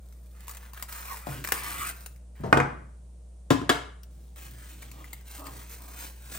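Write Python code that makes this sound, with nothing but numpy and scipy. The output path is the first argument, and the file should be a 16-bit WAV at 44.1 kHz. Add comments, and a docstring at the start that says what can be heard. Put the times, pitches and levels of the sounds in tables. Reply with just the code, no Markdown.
"""Cling film over a bowl

Film peels off its roll in tiny stick-slip events; creases snap, the taut sheet sings in short zips,
and scissors click and slit it. The roll drops on the counter and the scissors land in two knocks,
each impact exciting damped modes. Hands press the crackling film round the bowl and turn it, scraping,
on a wooden board. A small kitchen reverberates, and an appliance hums throughout."""
import sys
import numpy as np
from scipy import signal
from scipy.fft import rfft, irfft, next_fast_len
from scipy.io import wavfile
from scipy.ndimage import map_coordinates

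SR = 44100
rng = np.random.default_rng(int(sys.argv[2]) if len(sys.argv) > 2 else 0)


def wav_out(sig):
    """Save sig, one row per channel (or a flat mono array), as 16-bit PCM at SR to the path in sys.argv[1]."""
    wavfile.write(sys.argv[1], SR, np.round(np.clip(np.atleast_2d(sig).T, -1, 1) * 32767).astype(np.int16))


N = 281358

# Levels in the tables are relative: each source applies its own gains.
# The appliance's tones: pitch_hz, level_db
HUM_TONES = [(59.7, -45.5), (119.4, -68), (179.1, -66.5), (479, -78.5), (598, -78.5), (678, -87)]
# Strokes that work the film: start_s, length_s, sheet_db, fizz_db, swell_db
PULL_STROKES = [(0, 0.37, -72.5, -67.5, 3), (.335, 0.23, -58, -61, 7), (.468, 0.073, -55, -51, -9),
                (.6, 0.08, -53, -56.5, -5), (.735, 0.085, -52.5, -52.5, 3), (.875, 0.29, -45.5, -44, 2.5),
                (1.245, 0.082, -46, -47.5, 7.5), (1.44, 0.11, -49, -45, -4), (1.93, 0.11, -55, -54.5, 3.5),
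                (2.345, .16, -60.5, -69.5, 1.5)]
PRESS_STROKES = [(4.355, 0.1, -55, -56, 1.5), (4.5, 0.17, -60.5, -62, 6), (4.615, 0.11, -58, -56.5, -0.5),
                 (4.76, 0.067, -60.5, -64, 13), (4.92, 0.27, -62.5, -67, 0.5), (5.24, 0.12, -57.5, -54, 15),
                 (5.44, 0.2, -55.5, -53, 0), (5.685, 0.048, -54.5, -48, 3), (5.8, 0.22, -58, -52.5, 11.5),
                 (5.955, 0.09, -54, -48.5, 8.5), (6.15, 0.17, -61.5, -58.5, 11),
                 (6.295, 0.054, -49.5, -44, 8.5)]
# Strokes of the blades: start_s, length_s, sheet_db, tear_db, swell_db
SLIT_STROKES = [(1.515, 0.29, -38.5, -40, -1), (1.799, 0.1, -38, -37, 3.5)]
# Creases flipping over: start_s, tick_db, pop_hz, pop_over_tick_db
CREASE_SNAPS = [(0.061, -53, 2000, -16), (0.125, -47, 2200, -13), (0.406, -39.5, 2540, -25),
                (0.481, -30.5, 1110, -9), (0.494, -28, 1190, -12), (0.512, -30.5, 1180, -20),
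                (0.548, -35, 1900, -14), (0.57, -33, 2200, -20), (0.734, -32, 1110, -9),
                (0.775, -34, 1660, -4), (0.825, -21.5, 1000, -14.5), (0.925, -25, 1380, -15),
                (2.061, -26.5, 1430, -15.5), (2.161, -48.5, 2240, -8), (4.033, -35.5, 3510, -29),
                (4.36, -41.5, 2270, -19), (4.823, -35, 1400, -9), (4.827, -40, 2280, -4),
                (4.915, -32.5, 2320, -16), (5.043, -42.5, 2000, 1), (5.131, -23.5, 2100, -11),
                (5.21, -45, 2000, -12), (5.468, -32, 1190, -6)]
# The taut sheet singing: start_s, length_s, pitch_hz, glide_octaves_per_s, level_db
SHEET_ZIPS = [(0.915, 0.078, 1190, 0.5, -57), (1.066, 0.077, 1384, -7, -45), (1.207, 0.18, 1240, 2, -53.5),
              (1.527, 0.13, 1120, 0.7, -44), (1.679, 0.13, 1550, -4, -46), (1.793, 0.087, 1230, 2, -42.5)]
# Impacts: start_s, level_db, thump_db, clack_db, crack_db, pan_db, contact_t60_s
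ROLL_IMPACTS = [(1.269, -22, -0.5, -21, -6, 5.5, 0.038), (1.283, -35, 20.5, -20.5, -10, -1, 0.026),
                (1.319, -42, 4, 1, 6, 5, 0.025), (2.398, -53.5, 34.5, -5, -21.5, 2, 0.3),
                (2.436, -27, 6.5, -17, -10.5, 3.5, 0.3), (2.474, -42.5, 25.5, -10.5, -12.5, 5, 0.054),
                (2.527, -3, 0.5, 1.5, -3, 1, 0.021), (2.543, -23.5, 13.5, -13.5, -10, 0.5, 0.11),
                (2.572, -5, -4, -13.5, -8, 2.5, 0.043), (2.601, -6, -9.5, -4, -9, 1.5, 0.017)]  # bumps the board, then lands
SCISSOR_IMPACTS = [(3.504, -13.5, -1.5, -4.5, 0.5, 2.1, 0.11), (3.506, -19.5, 19, -15, -4, 5.5, 0.023),
                   (3.614, -35.5, 17, 0.5, -2, 3, 0.05), (3.693, -11.5, -4.5, 1, 5.5, 1.1, 0.046),
                   (3.698, -12, 1, 5, 2, 2.8, 0.033)]  # land handle first, rock, drop on their blades
# The blades clicking shut: start_s, tick_db, ring_over_tick_db
BLADE_CONTACTS = [(1.441, -24, -5), (1.448, -23.5, -7), (1.474, -23.5, -5.5), (1.488, -25.5, -1.5),
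                  (1.521, -9.5, -9)]
# Movements on the board: start_s, length_s, level_db
BOARD_NUDGES = [(1.295, 0.038, -46), (1.493, 0.04, -56), (1.643, 0.063, -52), (1.76, 0.035, -48.5),
                (4.089, 0.28, -63), (4.4, 0.17, -58), (4.71, 0.23, -58), (4.988, 0.047, -54.5),
                (5.44, 0.16, -57), (5.89, 0.077, -58), (6.285, 0.044, -54.5)]
BOWL_SHOVES = [(4.925, 0.092, -58), (5.374, 0.12, -50.5), (5.543, 0.086, -61.5), (5.782, 0.18, -58.5)]
# Normal modes: pitch_hz, level_db, t60_s
ROLL_MODES = [(88.4, -18.5, 0.3), (139, -7, 0.27), (241.8, -12, 0.15), (311.4, -1.5, 0.073),
              (488.3, -15.5, 0.24), (660, -13, 0.12), (733, -13, 0.2), (848, -13.5, 0.2), (904, -17, 0.23),
              (1100, -8, 0.026), (1320, -6.5, 0.04), (1762, -11.5, 0.039), (2132, -9, 0.065),
              (2430, -7.5, 0.055), (2820, -9, 0.02)]  # roll and counter
BLADE_MODES = [(1170, -6, 0.011), (1530, -4, 0.006), (1700, -1.5, 0.01), (2386, -9.5, 0.018)]
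SCISSOR_MODES = [(271, 0.5, 0.099), (288.7, -8.5, 0.19), (325, 4, 0.055), (436, -8, 0.13), (706, -10, 0.22),
                 (1027, -7.5, 0.08), (1358, 1, 0.058), (1576, 0.5, 0.029), (1687, 1.5, 0.041),
                 (2166, -24, 0.39), (3410, -14, 0.068)]  # scissors and counter
# Spectral envelopes: frequency_hz, gain_db
AIR_SPECTRUM = [(25, -13.5), (60, -7.5), (130, -1), (300, -11), (600, -11.5), (1000, -23.5), (2000, -32.5),
                (5000, -31.5), (7000, -27.5), (9500, -23), (11000, -33.5), (13500, -41), (16000, -56)]
SHEET_SPECTRUM = [(150, -20), (450, -4), (600, -2.5), (900, -0.5), (1300, 5), (2300, 0), (3800, -8.5),
                  (7000, -16)]  # film under tension
FIZZ_SPECTRUM = [(1500, -31), (3500, -2), (5500, -5.5), (7500, -3.5), (9500, 0), (11300, -2.5),
                 (13500, 2.5), (15500, 0), (17000, -63)]  # slipping creases
TICK_SPECTRUM = [(200, -12.5), (800, 0.5), (2200, 3.5), (3600, 0.5), (5200, 2.5), (9500, 4), (15000, 4),
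                 (17000, 6.5)]
ROLL_SPECTRUM = [(40, -6), (130, 0.5), (400, -0.5), (750, 2.5), (1600, 4.5), (2600, -10), (3500, -16.5),
                 (9000, -23), (16000, -36.5)]
THUD_SPECTRUM = [(40, -11.5), (90, 1), (135, 6), (200, -9.5), (270, 0), (550, -17.5), (1000, -23)]
TEAR_SPECTRUM = [(1500, -27), (2600, -5.5), (3800, -6), (5800, -3.5), (7500, 0.5), (8500, 4.5), (10200, 4),
                 (12500, -0.5), (15000, 2), (17000, -40)]  # the parting edge
SCISSOR_SPECTRUM = [(40, -18.5), (140, 1), (195, -13.5), (300, -2.5), (470, 2.5), (860, -3), (1050, 3.5),
                    (1700, -1), (2000, -9), (3400, -10.5), (4200, -15.5), (9000, -21), (16000, -32)]
RUSTLE_SPECTRUM = [(250, -0.5), (700, -1.5), (1400, 2.5), (2200, 1.5), (3500, -1.5), (5000, -10),
                   (8000, -7)]  # film under the palms
SCRAPE_SPECTRUM = [(150, -49), (275, 8), (400, -6.5), (580, 0.5), (800, 0), (1250, 3.5), (1700, -32),
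                   (4000, -33)]
# Stereo width: frequency_hz, side_over_mid_db
STEREO_WIDTH = [(60, -30), (120, -17.5), (250, -5.5), (650, -1.5), (950, -5.5), (1350, 0), (2100, -5),
                (6000, -3), (7800, -2), (9500, -4), (10400, 8.5), (11300, 47), (12400, 2.5), (13500, -8),
                (16000, -24)]
# The kitchen's reverberation time: frequency_hz, t60_s
KITCHEN_DECAY = [(100, 0.84), (400, 0.42), (1400, 0.5), (4000, 0.44), (9000, 0.35), (16000, 0.23)]


def amp(db):
    """Amplitude grows tenfold every 20 dB."""
    return 10 ** (np.asarray(db) / 20)


def unit(x):
    """Normalisation to an rms of 1."""
    return x / np.sqrt(np.mean(x ** 2) + 1e-20)


def along(points, hz):
    """Interpolation on a logarithmic frequency axis."""
    knots_hz, values = np.transpose(points)
    return np.interp(np.log(hz + 1), np.log(knots_hz + 1), values)


def wobble(rate_hz):
    """Smooth random modulation: a spline through Gaussian knots."""
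    knots = rng.standard_normal(int(N * rate_hz / SR) + 4)
    return map_coordinates(knots, [np.arange(N) * rate_hz / SR])


def filtered(x, response):
    """Linear filtering multiplies the spectrum by a frequency response."""
    n = x.shape[-1]
    padded = next_fast_len(n + SR // 10)
    return irfft(rfft(x, padded) * response(np.fft.rfftfreq(padded, 1 / SR)), padded)[..., :n]


def coloured(x, gain_db, size=4096):
    """Minimum-phase filtering: folding the cepstrum makes the response causal."""
    cepstrum = irfft(np.log(amp(gain_db(np.fft.rfftfreq(size, 1 / SR)))))
    cepstrum[1:size // 2] *= 2
    cepstrum[size // 2 + 1:] = 0
    return signal.oaconvolve(x, irfft(np.exp(rfft(cepstrum))))[:len(x)]


def shaped(x, spectrum):
    """Source and filter: an excitation takes on a spectral envelope, at rms 1."""
    return unit(coloured(x, lambda hz: along(spectrum, hz)))


def stereo(centre, spread, off_axis_db=0):
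    """Mid-side stereo: off-axis sound reaches the two channels out of phase near 1.3 kHz."""
    off_axis = [(500, 0.012), (1300, off_axis_db), (2100, 0.017)]
    angle = lambda hz: np.arctan(amp(along(STEREO_WIDTH, hz) + along(off_axis, hz)))
    mid = filtered(centre, lambda hz: np.cos(angle(hz)))
    side = filtered(spread, lambda hz: 1j * np.sin(angle(hz)))
    return np.array([mid + side, mid - side])


def reflections(x, t60, hop=6144, taps=3072):
    """Early reflections from counter and wall; a new random pattern each hop stands for moving hands."""
    frames = np.lib.stride_tricks.sliding_window_view(np.pad(x, (hop, 2 * hop)), 2 * hop)[::hop]
    echoes = rng.standard_normal((2, len(frames), taps)) * amp(-60 * np.arange(taps) / SR / t60)
    echoes /= np.linalg.norm(echoes, axis=2, keepdims=True)
    heard = signal.fftconvolve((frames * signal.get_window("hann", 2 * hop))[None], echoes, axes=2)
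    out = np.zeros((2, len(x) + SR))
    for k in range(len(frames)):
        out[:, k * hop:][:, :heard.shape[2]] += heard[:, k]
    return out[:, hop:hop + len(x)]


def in_kitchen(x, near_db, room_db, near_t60=0.19, off_axis_db=0):
    """Direct sound, early reflections and a diffuse tail whose decay rate depends on frequency."""
    hz, t, noise = signal.stft(rng.standard_normal((2, SR // 2)), SR, nperseg=256)
    tail = signal.istft(noise * amp(-60 * t / along(KITCHEN_DECAY, hz)[:, None]), SR, nperseg=256)[1]
    tail *= 1 - np.exp(-np.arange(tail.shape[1]) / SR / 0.0039)
    room = signal.fftconvolve(x[None], tail / np.linalg.norm(tail[0]), axes=1)[:, :len(x)]
    return stereo(*(x + amp(near_db) * reflections(x, near_t60) + amp(room_db) * room), off_axis_db)


def place(track, start, sound, pan_db):
    """Panning by level difference, left over right; long waves reach both sides alike."""
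    balance = lambda hz: amp(np.array([[.5], [-.5]]) * pan_db * along([(130, 0), (260, 1)], hz))
    part = track[:, round(start * SR):][:, :sound.shape[1]]
    part += filtered(sound, balance)[:, :part.shape[1]]


def grains(rate_hz, scatter_db):
    """Stick-slip excitation: a Poisson train of impulses of scattered size."""
    sizes = amp(scatter_db * np.minimum(rng.standard_normal(N), 2)) * rng.choice([-1, 1], N)
    return sizes * (rng.random(N) < rate_hz / SR)


def stroke(start, length, db, attack_s, release_s, swell_db=0):
    """Envelope of one movement: a linear rise, a tilt of swell_db, then a fall of 60 dB in release_s."""
    t = np.arange(N) / SR - start
    swell = swell_db * (np.clip(t / length, 0, 1) - .5)
    return np.clip(t / attack_s, 0, 1) * amp(db + swell - 60 * np.clip((t - length) / release_s, 0, 2))


def power_sum(gains):
    """Incoherent sources add in power."""
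    return np.sqrt(sum(gain ** 2 for gain in gains))


def film_envelopes(strokes, attack_s, release_s):
    """One movement drives two envelopes: the sheet's, and that of its fizz or tear."""
    sheet, treble = [], []
    for start, length, sheet_db, treble_db, swell_db in strokes:
        sheet.append(stroke(start, length, sheet_db, attack_s, release_s, swell_db))
        treble.append(stroke(start, length, treble_db, attack_s, release_s, swell_db))
    return power_sum(sheet), power_sum(treble)


def appliance(air_db=-61):
    """Mains-driven vibration gives nearly steady tones over the broadband noise of moving air."""
    t = np.arange(N) / SR
    hum = np.zeros(N)
    for hz, db in HUM_TONES:
        peak = np.sqrt(2) * amp(db + 0.16 * wobble(2.6))
        hum += peak * np.sin(2 * np.pi * (hz * t + rng.random()) + 0.059 * wobble(1.8))
    air = [shaped(rng.standard_normal(N), AIR_SPECTRUM) for _ in range(2)]
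    return hum + amp(air_db) * stereo(*air)


def crinkle(envelopes, spectrum, slips, clump_db, sheet_db, fizz_db, tick_db=-2, taut_db=-43):
    """Creases slip in clumps, fizzing and shaking the sheet; folds tick most where the film is slack."""
    sheet_gain, fizz_gain = envelopes
    clumps = slips * amp(clump_db * wobble(130))
    sheet = shaped(clumps * rng.normal(1, 1, N), spectrum)
    slack = np.clip(1 - fizz_gain / amp(taut_db), 0, 1)
    ticks = shaped(grains(45, scatter_db=-5), FIZZ_SPECTRUM)
    fizz = shaped(clumps, FIZZ_SPECTRUM) + slack * amp(tick_db) * ticks
    return amp(sheet_db) * sheet_gain * sheet + amp(fizz_db) * fizz_gain * fizz


def film_pulls():
    """Peeling is stick-slip motion: the film leaves the roll in slips of very uneven size."""
    envelopes = film_envelopes(PULL_STROKES, attack_s=0.016, release_s=0.33)
    slips = grains(5300, scatter_db=4)
    return crinkle(envelopes, SHEET_SPECTRUM, slips, clump_db=1.06, sheet_db=-2.5, fizz_db=-3)


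def tick(t, attack_s, t60):
    """A brief transient has a broad spectrum: a noise burst of peak 1."""
    burst = rng.standard_normal(len(t)) * amp(-60 * t / t60) * (1 - np.exp(-t / attack_s))
    crack = coloured(burst, lambda hz: along(TICK_SPECTRUM, hz))
    return crack / np.abs(crack).max()


def crease_snaps(pop_t60=0.013):
    """Snap-through buckling: a crease flips with a tick, and the film around it pops at one pitch."""
    out, t = np.zeros((2, N)), np.arange(SR // 4) / SR
    for start, db, hz, pop_db in CREASE_SNAPS:
        pop = amp(pop_db - 60 * t / pop_t60) * np.sin(2 * np.pi * hz * t)
        snap = amp(db + 1.5) * (tick(t, attack_s=0.00039, t60=0.0094) + pop)
        place(out, start, in_kitchen(snap, near_db=1, room_db=-9, near_t60=0.058), pan_db=3)
    return out


def sheet_zips(upper_ratio=1.8, upper_db=-8, attack_s=0.023, release_s=0.23):
    """Two membrane resonances, driven by slips, glide as the free span and its tension change."""
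    hz, t, slips = signal.stft(grains(1800, scatter_db=3.5), SR, nperseg=1024)
    resonance = lambda ratio: 1 / (1 + ((ratio - 1) / .08) ** 2)
    out = np.zeros(N)
    for start, length, pitch_hz, glide, db in SHEET_ZIPS:
        octaves = glide * np.clip(t - start, 0, length + attack_s)
        ratio = hz[:, None] / (pitch_hz * 2 ** octaves)
        response = resonance(ratio) + amp(upper_db) * resonance(ratio / upper_ratio)
        sung = signal.istft(slips * response, SR, nperseg=1024)[1][:N]
        out += stroke(start, length, db, attack_s, release_s) * unit(sung)
    return out


def knocks(impacts, modes, spectrum, thump_hz, ring_db, clatter_db,
           clatter_room_db, ring_room_db, near_t60, off_axis_db):
    """An impact excites damped modes and a noisy clatter; soft contacts thump, hard ones clack."""
    out, t = np.zeros((2, N)), np.arange(SR // 2) / SR
    mode_hz, mode_db, t60 = np.transpose(modes)[:, :, None]
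    for start, db, thump_db, clack_db, crack_db, pan_db, contact_t60 in impacts:
        force = [(thump_hz, thump_db), (750, 0), (1600, clack_db), (4000, crack_db)]
        sizes = amp(mode_db + along(force, mode_hz) + rng.standard_normal(mode_hz.shape))
        build_up = 1 - np.exp(-t * mode_hz / 2)  # low modes rise more slowly
        detuned_hz = mode_hz * rng.normal(1, 0.0058, mode_hz.shape)
        partials = sizes * build_up * amp(-60 * t / t60) * np.sin(2 * np.pi * detuned_hz * t)
        ring = amp(db + ring_db) * partials.sum(0)
        contact = amp(db + clatter_db - 60 * t / contact_t60) * (1 - np.exp(-t / 0.00028))
        chatter = contact * rng.standard_normal(len(t))
        clatter = coloured(chatter, lambda hz: along(spectrum, hz) + along(force, hz))
        heard = in_kitchen(ring, near_db=-11.5, room_db=ring_room_db, off_axis_db=off_axis_db)
        heard += in_kitchen(clatter, near_db=-10, room_db=clatter_room_db,
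                            near_t60=near_t60, off_axis_db=off_axis_db)
        place(out, start, heard, pan_db)
    return out


def roll_knocks():
    """Each bump and bounce sets roll and counter in free vibration."""
    return knocks(ROLL_IMPACTS, ROLL_MODES, ROLL_SPECTRUM, thump_hz=145, ring_db=-8.5, clatter_db=8,
                  clatter_room_db=-8, ring_room_db=-11.5, near_t60=0.14, off_axis_db=3)


def board_thuds():
    """Forced vibration: hands and roll jostle the board, which answers at low frequencies."""
    leaning = power_sum(stroke(*row, attack_s=0.017, release_s=0.57) for row in BOARD_NUDGES)
    return leaning * amp(2.5 * wobble(17)) * shaped(grains(900, scatter_db=2.5), THUD_SPECTRUM)


def blade_clicks():
    """Steel strikes steel with a sharp tick; damping by the hand cuts the blades' modes short."""
    out, t = np.zeros((2, N)), np.arange(SR // 4) / SR
    for start, db, ring_db in BLADE_CONTACTS:
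        ring = sum(amp(ring_db + mode_db - 60 * t / t60) * np.sin(2 * np.pi * (hz * t + rng.random()))
                   for hz, mode_db, t60 in BLADE_MODES)
        click = amp(db + 1.5) * (tick(t, attack_s=0.00013, t60=0.0099) + ring)
        place(out, start, in_kitchen(click, near_db=0.5, room_db=-7, near_t60=0.047), pan_db=3)
    return out


def film_slit(hiss_db=-3.5, tear_db=-2):
    """Fracture advances in tiny rips, while friction makes the sheet hiss along the steel."""
    hiss_gain, tear_gain = film_envelopes(SLIT_STROKES, attack_s=0.006, release_s=0.094)
    rips = shaped(grains(850, scatter_db=3.5), TEAR_SPECTRUM)
    hiss = shaped(grains(9400, scatter_db=-0.5), SHEET_SPECTRUM)
    return amp(hiss_db) * hiss_gain * hiss + amp(tear_db) * tear_gain * rips


def scissor_knocks():
    """Handles, then blades, strike the counter and excite the modes of both bodies."""
    return knocks(SCISSOR_IMPACTS, SCISSOR_MODES, SCISSOR_SPECTRUM, thump_hz=300, ring_db=-4.5,
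                  clatter_db=8.5, clatter_room_db=-6.5, ring_room_db=-17.5,
                  near_t60=0.098, off_axis_db=1.5)


def film_presses():
    """Under the palms, dense slips of similar size merge into a fine rustle."""
    envelopes = film_envelopes(PRESS_STROKES, attack_s=0.014, release_s=0.37)
    slips = grains(4900, scatter_db=-1.5)
    return crinkle(envelopes, RUSTLE_SPECTRUM, slips, clump_db=1.5, sheet_db=3, fizz_db=-2.5)


def bowl_scrapes():
    """Sliding friction: the bowl's foot sticks and slips on the wood with each shove."""
    shoving = power_sum(stroke(*row, attack_s=0.017, release_s=0.13) for row in BOWL_SHOVES)
    return shoving * amp(0.77 * wobble(43)) * shaped(grains(1200, scatter_db=2.5), SCRAPE_SPECTRUM)


def scene():
    """Superposition: the pressures of all sources add in the kitchen."""
    film = film_pulls() + sheet_zips() + film_slit() + film_presses()
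    film = in_kitchen(film, near_db=-1, room_db=-13, near_t60=0.051)
    board = in_kitchen(board_thuds() + bowl_scrapes(), near_db=-3.5, room_db=-4)
    return appliance() + film + crease_snaps() + roll_knocks() + board + blade_clicks() + scissor_knocks()


def record(dry, ceiling=0.85, low_hz=42, top_hz=16150):
    """Soft saturation rounds the highest peaks; band limiting removes the deepest bass and top treble."""
    rounded = dry / (1 + np.abs(dry / ceiling) ** 6) ** (1 / 6)
    bass_cut = signal.sosfilt(signal.butter(4, low_hz, "highpass", fs=SR, output="sos"), rounded)
    return filtered(bass_cut, lambda hz: 1 / (1 + (hz / top_hz) ** 120))


dry = scene()
out = record(dry)
wav_out(out)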